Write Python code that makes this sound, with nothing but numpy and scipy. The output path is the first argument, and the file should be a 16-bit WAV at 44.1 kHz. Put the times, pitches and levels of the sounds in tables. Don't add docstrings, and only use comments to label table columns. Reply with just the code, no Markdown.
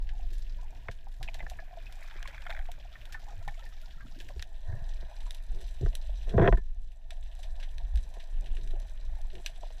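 import sys
import numpy as np
from scipy import signal
from scipy.fft import rfft, irfft, next_fast_len
from scipy.io import wavfile
from scipy.ndimage import map_coordinates

SR = 44100
rng = np.random.default_rng(int(sys.argv[2]) if len(sys.argv) > 2 else 0)


def int16_out(signal):
    q = np.round(np.clip(np.atleast_2d(signal).T, -1, 1) * 32767)
    wavfile.write(sys.argv[1], SR, q.astype(np.int16))


N = 432180
TURN_S, TURN_LENGTH_S = 4.44, 0.022

# t/s, relative level/dB
WATER_PUSH = [(0.0, 3), (0.3, 1), (1.1, -10), (1.42, -2.5), (1.72, -11.5), (1.84, -6.5), (2.05, -9.5),
              (2.6, -2.5), (2.8, -12.5), (3.48, -5.5), (3.68, -10.5), (4.4, -7.5), (4.52, -4), (4.8, -2.5),
              (5.0, 1), (5.12, -13), (5.26, 5), (5.37, -10), (5.52, 5.5), (5.76, -0.5), (6.44, 11),
              (6.8, 16), (6.96, -2), (7.2, 5.5), (7.4, -2), (7.72, -2), (8.0, 4.5), (8.24, -13), (8.35, -1),
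              (8.52, 7), (8.75, 3.5), (8.92, -0.5), (9.14, 2.5), (9.8, -14)]
# f/Hz, level/dB
SWAY_EQ = [(8,-22),(15,-8.5),(20.5,-0.5),(27,-5.5),(40,-28.5),(70,-98.5),(200,-125)]
BUFFET_EQ = [(20,-35),(34,2),(46,-1.5),(62,-6),(80,-26),(130,-33.5),(300,-62.5),(800,-125)]
EDDY_EQ = [(50,-24.5),(90,7),(115,6),(155,-3),(200,-8),(300,-11.5),(390,-13),(520,-14),(900,-36.5),(3000,-110)]


def water_rumble():
    flow_db, = curves(WATER_PUSH)
    sway_db = -33.5 + 0.66 * flow_db + wobble(rate=5, depth_db=1.5)
    sway = amp(sway_db) * swell(SWAY_EQ, evenness=.7)
    buffet_db = -43 + 0.82 * flow_db + wobble(rate=9, depth_db=2.5)
    buffet = amp(buffet_db) * swell(BUFFET_EQ, evenness=.4)
    eddy_db = turned(reef=-61, open_water=-65.5) + 0.34 * flow_db + wobble(rate=12, depth_db=2.8)
    return sway + buffet + amp(eddy_db) * swell(EDDY_EQ, evenness=0.088)


def swell(eq, evenness):
    wave = coloured(rng.standard_normal(N + SR), eq, size=32768)[SR:]
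    envelope = np.abs(signal.hilbert(unit(wave)))
    return unit(wave / (envelope + 1.1) ** evenness)


# t/s, peak level/dB, hardness f/Hz
CASE_KNOCKS = [(0.886,-33,3020),(1.426,-42.5,1400),(2.154,-46,600),(4.36,-43,497),(5.026,-43,1300),(5.860,-32.5,1000),(6.379,-11,795),(6.396,-13,896),(6.476,-9,2980),(6.483,-14.5,1200),(6.526,-9,1590),(6.531,-26,2000),(6.546,-27,1780),(6.575,-23.5,900),(8.166,-42.5,1300),(8.582,-46,1010),(8.733,-41,1000)]
# centre t/s, peak level/dB, f/Hz, half length/s
CASE_SHOVES = [(0.894,-35,74.6,0.0075),(1.225,-43,118,0.015),(1.432,-24.5,32,0.013),(2.421,-46,51.5,0.047),(2.601,-37.5,55.7,0.019),(3.391,-38.5,90,0.02),(3.484,-45,132,0.02),(4.383,-33.5,61.7,0.024),(4.697,-25.5,77.6,0.0084),(4.74,-28,104,0.0092),(4.775,-48,145,.014),(4.823,-36,106,0.0049),
               (5.813,-30,270,0.0012),(5.832,-31,390,0.005),(5.837,-20.5,104,0.01),(5.851,-17,63,0.0052),(5.882,-22,29.8,0.042),(6.35,-22,185,0.0064),(6.374,-13,75.6,0.0059),(6.411,-13,100,0.0073),(6.542,-2,39,0.017),(6.546,-20,102,0.017),(6.58,-10.5,26.5,0.023),(7.964,-20,51,0.025),(8.579,-25,22.88,0.24)]
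# t/s, length/s, level/dB, hardness f/Hz
CASE_RUBS = [(0.308, 0.016, -57, 400), (1.187, 0.096, -52, 60), (4.675, 0.097, -49.5, 110),
             (5.513, .13, -56, 457), (5.808, 0.035, -33.5, 130), (6.26, 0.095, -48, 1020),
             (6.331, 0.032, -28.5, 400), (6.376, 0.017, -20.5, 500), (6.408, 0.031, -20.5, 1000),
             (6.436, 0.035, -24, 1300), (6.479, 0.01, -20, 1110), (8.35, 0.45, -61, 258),
             (9.323, 0.087, -53, 557)]


def handling():
    out, t = np.zeros(N), np.arange(SR // 2) / SR
    for s, db, hard_hz in CASE_KNOCKS:
        blow = (t == 0) + 0.094 * rng.standard_normal(len(t)) * decay(t, t60=0.03)
        add(out, s, amp(db) * peak(housing(blow, hard_hz)))
    centred = t - t.mean()
    for s, db, hz, half_s in CASE_SHOVES:
        thud = np.cos(2 * np.pi * hz * centred) * np.exp(-(centred / half_s) ** 2)
        add(out, s - t.mean(), amp(db) * thud)
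    for s, length, db, hard_hz in CASE_RUBS:
        slips = impulses(rate=2500, spread_db=2.5, most_db=6)[:len(t)]
        pressure = np.clip(np.minimum(t, length - t) / (.16 * length), 0, 1)
        rub = housing(slips * pressure, hard_hz)
        rms = np.sqrt(np.sum(rub ** 2) / (length * SR))
        add(out, s, amp(db) * rub / rms)
    return out


# f/Hz, width/Hz, level/dB
CASE_MODES = [(110,12,8.5),(185,22,1.5),(235,17,-6),(345.5,55,2.5),(409,61.5,4.5),(510,52,-1.5),(680,39.6,5),(973,52,-5.5),(1005,51,-4),(1570,180,-4.5),(1850,190,-4),(2550,320,-16),(3320,310,-14.5)]


def housing(force, hard_hz, wall_hz=4500):
    def response(f):
        contact = (1 + 1j * f / hard_hz) ** -2
        return resonances(CASE_MODES, f) * contact / np.sqrt(1 + (f / wall_hz) ** 6)
    return filtered(force, response)


# t/s, peak level/dB, treble shelf/dB, echo level/dB
CLAW_SNAPS = [(0.0915, -39.5, -28, -4), (0.333, -43.5, 9, 4), (0.9128, -42, -6, 4), (1.2291, -31.5, -9, -7),
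              (1.2447, -41, -18, -17), (1.3437, -30.5, -5, -3), (1.499, -34, 6, -8), (1.925, -39, -2, -10),
              (2.228, -32, -16, -23), (2.2757, -33.5, -12, 0), (2.4204, -41, -18, -14),
              (2.7173, -36, 5, -17), (3.0547, -37, 2, -14), (3.1243, -35, -1, 14), (3.479, -37, 2, -8),
              (4.202, -37, -16, 0), (4.289, -37.5, -9, -14), (4.3953, -35, -32, -11),
              (4.425, -27.5, -12, -20), (5.2052, -42.5, -6, 4), (5.3079, -27, 0, -25),
              (5.3472, -36.5, 5, -7), (5.612, -44, 4, 4), (5.6756, -48, 13, -17), (5.953, -24, 12.5, -15),
              (6.294, -37, -20, 0), (6.573, -35, 6, 1), (7.1065, -25.5, -17, -10), (7.352, -47, 18.5, -21),
              (7.431, -41, -10, 23), (7.6, -41, -14, 10), (7.6285, -36.5, -28, 13),
              (7.7824, -32.5, -15, -21), (7.9579, -34, 4, -14), (7.974, -39.5, -8, 5), (8.1395, -46, -1, 8),
              (8.201, -41, -17, 17), (8.46, -42.5, -14, 25), (8.568, -38, -23, -1), (8.675, -42.5, -4, -2),
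              (8.708, -41, -5, -1), (8.8005, -38.5, 23, -29), (8.918, -56, 14, -15),
              (9.3537, -34.5, -15, -8.5), (9.4618, -18.5, -9, -10.5)]


def near_shrimp():
    out = np.zeros(N)
    for s, db, treble_db, echo_db in CLAW_SNAPS:
        add(out, s, amp(db) * peak(snap(echo_db, treble_db)))
    return out


# f/Hz, level/dB
SNAP_EQ = [(400,-18),(1300,-17),(1700,2.5),(2100,-5.5),(2650,-2),(3700,-1),(4650,-7),(5800,-7),(6600,-10.5),(7700,-11),(9400,-19),(10500,-13.5),(13000,-17.5),(15500,-21)]


def snap(echo_db, treble_db, shelf_hz=6000):
    t = np.arange(SR // 8) / SR
    direct = 1.6 * decay(t, t60=.003) + .7 * decay(t, t60=.016)
    echo = amp(echo_db) * decay(t, t60=.11)
    crack = coloured(rng.standard_normal(len(t)) * (direct + echo), SNAP_EQ)
    return filtered(crack, lambda f: amp(treble_db * f * f / (f * f + shelf_hz ** 2)))


# t/s, level/dB
SHRIMP_RIDE = [(0, -69.5), (.35, -63), (1.05, -69.5), (1.3, -65), (2.2, -64), (4, -65), (4.8, -64),
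               (5.3, -62), (6.2, -61.5), (6.8, -61.5), (7.5, -63.5), (8.35, -64), (8.55, -62.5), (9.4, -63),
               (9.8, -61.5)]


def shrimp_bed():
    level_db = curves(SHRIMP_RIDE)[0] + wobble(rate=9, depth_db=1.3)
    colonies = np.zeros(N)
    for hz in np.geomspace(2200, 11000, num=12):
        flurries = amp(wobble(rate=4, depth_db=5))
        claws = impulses(rate=9 * flurries, spread_db=4, most_db=12)
        crack = coloured(snap(echo_db=-3, treble_db=-2), [(hz / 2, -11), (hz, 0), (hz * 2, -16)])
        colonies += signal.oaconvolve(unit(claws), crack)[:N]
    sizzle = coloured(rng.standard_normal(N), SNAP_EQ)
    sizzle = coloured(sizzle, [(11000, 0.0051), (15000, 8)])
    bed = unit(unit(colonies) + 0.61 * unit(sizzle))
    return amp(level_db) * (bed + amp(-15.5) * dry_ticks(rate=9, colours=8))


# f/Hz, level/dB
TICK_EQ = [(1500,-20.5),(3500,-3),(7500,7.5),(11000,-4.5),(15500,-8)]


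def dry_ticks(rate, colours):
    t = np.arange(SR // 50) / SR
    ticks = np.zeros(N)
    for crack in rng.standard_normal((colours, len(t))) * decay(t, t60=.004):
        ticks += signal.oaconvolve(impulses(rate / colours, spread_db=2, most_db=15.5), crack)[:N]
    return unit(coloured(ticks, TICK_EQ))


# f/Hz, width/Hz, level/dB
WINDOW_MODES = [(2520,1460,-4.5),(4015,390,2.5),(4980,390,-5),(6000,140,4.5),(7750,760,0.5),(10470,1900,-1.5)]


def through_window(crackle):
    hz = np.geomspace(300, 16000, num=200)
    gain_db = 20 * np.log10(np.hypot(.55, np.abs(resonances(WINDOW_MODES, hz))))
    return turned(crackle, coloured(crackle, np.column_stack([hz, gain_db])))


# t/s, peak level/dB, f/Hz, ring length/cycles
CLOSE_BUBBLES = [(.885, -28.5, 1540, 5.6), (1.068, -44.5, 807, 36), (1.208, -43.5, 783, 49),
                 (1.277, -38, 2570, 80), (1.286, -42.5, 910, 20), (1.286, -30.5, 2450, 63),
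                 (1.351, -43, 745, 24), (1.403, -34.5, 2055, 110), (1.403, -39.5, 694, 40),
                 (1.465, -34.5, 1780, 53), (1.466, -43, 760, 20), (1.514, -39.5, 722, 52),
                 (1.588, -38.5, 1714, 130), (1.592, -45, 660, 35), (1.866, -43, 2560, 170),
                 (2.254, -38.5, 1100, 44), (2.258, -36.5, 2290, 44), (2.492, -38.5, 680, 74),
                 (2.687, -38, 715, 48), (2.955, -39.5, 1834, 61), (3.144, -35, 1803, 160),
                 (3.143, -43.5, 1510, 180), (3.147, -43, 810, 38), (3.279, -45, 814, 74),
                 (3.33, -45.5, 698, 49), (3.476, -31.5, 820, 55), (3.483, -34, 1800, 91),
                 (3.659, -45.5, 1815, 210), (4.007, -43.5, 1630, 160), (4.305, -42.5, 760, 16),
                 (4.724, -45, 1695, 74), (5.113, -47.5, 760, 35), (5.263, -47.5, 980, 93),
                 (5.861, -38, 1550, 3.6), (5.933, -47, 644, 21), (6.093, -44, 640, 25),
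                 (6.571, -32.5, 1780, 190), (7.39, -47.5, 746, 17), (9.631, -35, 688, 24),
                 (9.703, -45.5, 644, 51)]
# t/s, peak level/dB
CLOSE_POPS = [(1.394, -40), (1.429, -55), (2.026, -41), (2.11, -41), (2.307, -43), (2.345, -37),
              (2.380, -37), (2.453, -43), (2.466, -34), (2.47, -35), (2.4959, -36), (2.5039, -26.5),
              (2.511, -29), (2.5257, -33.5), (2.549, -35.5), (2.5657, -34), (2.573, -38.5), (2.591, -35),
              (2.613, -46), (2.655, -45)]


def near_bubbles():
    out, t = np.zeros(N), np.arange(SR // 8) / SR
    for s, db, hz, cycles in CLOSE_BUBBLES:
        spray = rng.standard_normal(len(t)) * decay(t, t60=0.013 + 0.6 * cycles / hz)
        band = [(hz / 3, -36), (hz * .72, -9), (hz, 0), (hz * 1.33, -9), (hz * 2.2, -35), (hz * 6, -58)]
        splash = peak(coloured(spray, band))
        add(out, s, amp(db) * peak(bubble(t, hz, cycles, glide=-.03) + .7 * splash))
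    for s, db in CLOSE_POPS:
        add(out, s, amp(db) * peak(dry_pop()))
    return out


def bubble(t, hz, cycles, glide):
    age = hz * t / cycles
    attack = (1 - np.exp(-hz * t)) ** 2
    return np.sin(2 * np.pi * hz * t * (1 + glide * age)) * attack * decay(t, t60=cycles / hz)


# f/Hz, level/dB
POP_EQ = [(450,-28),(700,-4.5),(1200,-11),(1550,4),(2350,2),(2900,-26.5),(3400,-4.5),(4300,-25.5),(9000,-36)]


def dry_pop():
    t = np.arange(SR // 8) / SR
    detune = np.exp(.07 * rng.standard_normal())
    spray = rng.standard_normal(len(t)) * decay(t, t60=0.019)
    return coloured(spray, [(hz * detune, db) for hz, db in POP_EQ])


# t/s, gurgle level/dB, fizz level/dB
BUBBLE_RIDE = [(0, -65.5, -86), (.17, -61.5, -72), (.4, -86, -77), (.65, -65, -67.5), (1.15, -79, -79.5),
               (1.3, -61, -72), (1.55, -61, -66), (1.8, -63.5, -66.5), (2.2, -66.5, -56),
               (2.55, -53.5, -60), (2.8, -63.5, -68), (3.25, -60.5, -66.5), (3.7, -65.5, -72.5),
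               (4.7, -67.5, -86), (4.98, -71, -68), (5.1, -59.5, -67.5), (5.45, -68, -71.5),
               (7.2, -65.5, -77.5), (8.9, -65, -72), (9.8, -66.5, -72.5)]
# f/Hz, level/dB
GURGLE_EQ = [(250,-47),(520,-3),(670,4),(800,0.5),(970,-2),(1200,-17),(2000,-53.5)]
FIZZ_EQ = [(400, -26), (660, -4), (850, -12.5), (1080, 0), (1300, -2.5), (1650, 4), (2050, -10.5),
           (2450, 10), (2950, -20), (3550, -7), (4200, -38), (5000, -26), (9000, -37)]


def bubble_stream():
    gurgle_db, fizz_db = curves(BUBBLE_RIDE)
    near = bubble_cloud(centre_hz=810, scatter=0.2, cycles=22, count=1100)
    far = bubble_cloud(centre_hz=760, scatter=0.28, cycles=13, count=3500)
    gurgle = unit(coloured(turned(reef=near, open_water=far), GURGLE_EQ))
    small = bubble_cloud(centre_hz=1900, scatter=.45, cycles=4, count=9000, spread_db=3)
    tiny = unit(impulses(rate=660, spread_db=8, most_db=9))
    fizz = unit(coloured(small + 2.2 * tiny, FIZZ_EQ))
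    fizz = unit(fizz + amp(-0.5) * sputter(rate=170, colours=8))
    return amp(gurgle_db + wobble(rate=16, depth_db=3)) * gurgle + amp(fizz_db) * fizz


def bubble_runs():
    glugs = bubble_cloud(centre_hz=202, scatter=0.36, cycles=5.2, count=1500)
    blips = bubble_cloud(centre_hz=1550, scatter=0.22, cycles=45, count=450)
    return (glugs * pass_by(middle_s=4.07, half_s=0.18, db=-55.5)
            + blips * pass_by(middle_s=3.5, half_s=0.66, db=-65.5))


def bubble_cloud(centre_hz, scatter, cycles, count, spread_db=3.5):
    t = np.arange(int(1.5 * SR * cycles / centre_hz)) / SR
    start = rng.integers(0, N, (count, 1))
    hz = centre_hz * np.exp(scatter * rng.standard_normal((count, 1)))
    life = cycles * np.exp(.5 * rng.standard_normal((count, 1)))
    strength = amp(spread_db * np.minimum(rng.exponential(size=(count, 1)), 3))
    fade_out = 1 - (t / t[-1]) ** 4
    rings = strength * bubble(t, hz, life, glide=0.055) * fade_out
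    positions = start + np.arange(len(t))
    return unit(np.bincount(positions.ravel(), rings.ravel(), N)[:N])


def sputter(rate, colours):
    out = np.zeros(N)
    for _ in range(colours):
        out += signal.oaconvolve(impulses(rate / colours, spread_db=4.5, most_db=9.5), dry_pop())[:N]
    return unit(out)


# f/Hz, level/dB
SURF_EQ = [(200,-20.5),(400,-10),(540,-12),(660,2.5),(790,-13),(1000,-8.5),(1250,-24.5),(1650,-9.5),(1850,-4),(2150,-46),(4000,-29),(8000,-41)]


def surf(crest_s=4.70, crest_db=-54.5, rise_s=0.06, fade_s=0.2):
    age = np.arange(N) / SR - crest_s
    wave = np.clip(1 + age / rise_s, 0, 1) * np.exp(-np.maximum(age, 0) / fade_s)
    level = np.hypot(amp(turned(reef=-71, open_water=-67.5)), amp(crest_db) * wave)
    return level * unit(coloured(rng.standard_normal(N), SURF_EQ))


def turned(reef, open_water):
    facing = np.clip((np.arange(N) / SR - TURN_S) / TURN_LENGTH_S, 0, 1)
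    return (1 - facing) * reef + facing * open_water


def pass_by(middle_s, half_s, db):
    return amp(db) * np.exp(-((np.arange(N) / SR - middle_s) / half_s) ** 2)


def wobble(rate, depth_db):
    points = rng.standard_normal(int(N * rate / SR) + 4)
    return depth_db * map_coordinates(points, [np.arange(N) * rate / SR])


def impulses(rate, spread_db, most_db):
    strength = amp(np.minimum(spread_db * rng.exponential(size=N), most_db))
    return strength * rng.choice([-1, 1], N) * (rng.random(N) < rate / SR)


def resonances(modes, f):
    return sum((-1) ** k * amp(db) * 1j * f * width / (hz * hz - f * f + 1j * f * width)
               for k, (hz, width, db) in enumerate(modes))


def coloured(x, eq, size=4096):
    hz, db = np.transpose(eq)
    gain = amp(np.interp(np.log(np.fft.rfftfreq(size, 1 / SR) + 1), np.log(hz), db))
    cepstrum = irfft(np.log(gain))
    causal_fold = 1 + np.sign(size // 2 - np.arange(size)) * (np.arange(size) > 0)
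    return signal.fftconvolve(x, irfft(np.exp(rfft(cepstrum * causal_fold))))[:len(x)]


def filtered(x, response):
    size = next_fast_len(len(x) + SR // 2)
    return irfft(rfft(x, size) * response(np.fft.rfftfreq(size, 1 / SR)), size)[:len(x)]


def curves(rows):
    times, *columns = np.transpose(rows)
    return [np.interp(np.arange(N) / SR, times, column) for column in columns]


def add(track, s, sound):
    part = track[max(0, round(s * SR)):][:len(sound)]
    part += sound[:len(part)]


def decay(t, t60):
    return amp(-60 * t / t60)


def amp(db):
    return 10 ** (np.asarray(db) / 20)


def unit(x):
    return x / np.sqrt(np.mean(x ** 2) + 1e-20)


def peak(x):
    return x / (np.abs(x).max() + 1e-12)


def scene():
    foreground = water_rumble() + handling()
    shrimp = through_window(near_shrimp() + shrimp_bed())
    bubbles = near_bubbles() + bubble_stream() + bubble_runs()
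    return (foreground + shrimp + bubbles + surf())[None]


def limiter(x, ceiling_db, hold_s, release_s, block=64):
    peaks = np.abs(np.pad(x, (0, -len(x) % block))).reshape(-1, block).max(1)
    over_db = np.maximum(20 * np.log10(peaks + 1e-9) - ceiling_db, 0)
    blocks = np.arange(len(peaks))
    t, cut_db = (blocks + .5) * block / SR, np.zeros(len(peaks))
    for k in np.flatnonzero(over_db):
        duck = np.clip(1 - (t - t[k] - hold_s) / release_s, 0, 1) * (blocks >= k - 1)
        cut_db = np.maximum(cut_db, over_db[k] * duck)
    return x * amp(-np.interp(np.arange(len(x)) / SR, t, cut_db))


def record(dry):
    limited = limiter(dry[0], ceiling_db=-10.4, hold_s=0.41, release_s=0.45)
    return filtered(limited, lambda hz: hz < 15500)[None]


dry = scene()
out = record(dry)
int16_out(out)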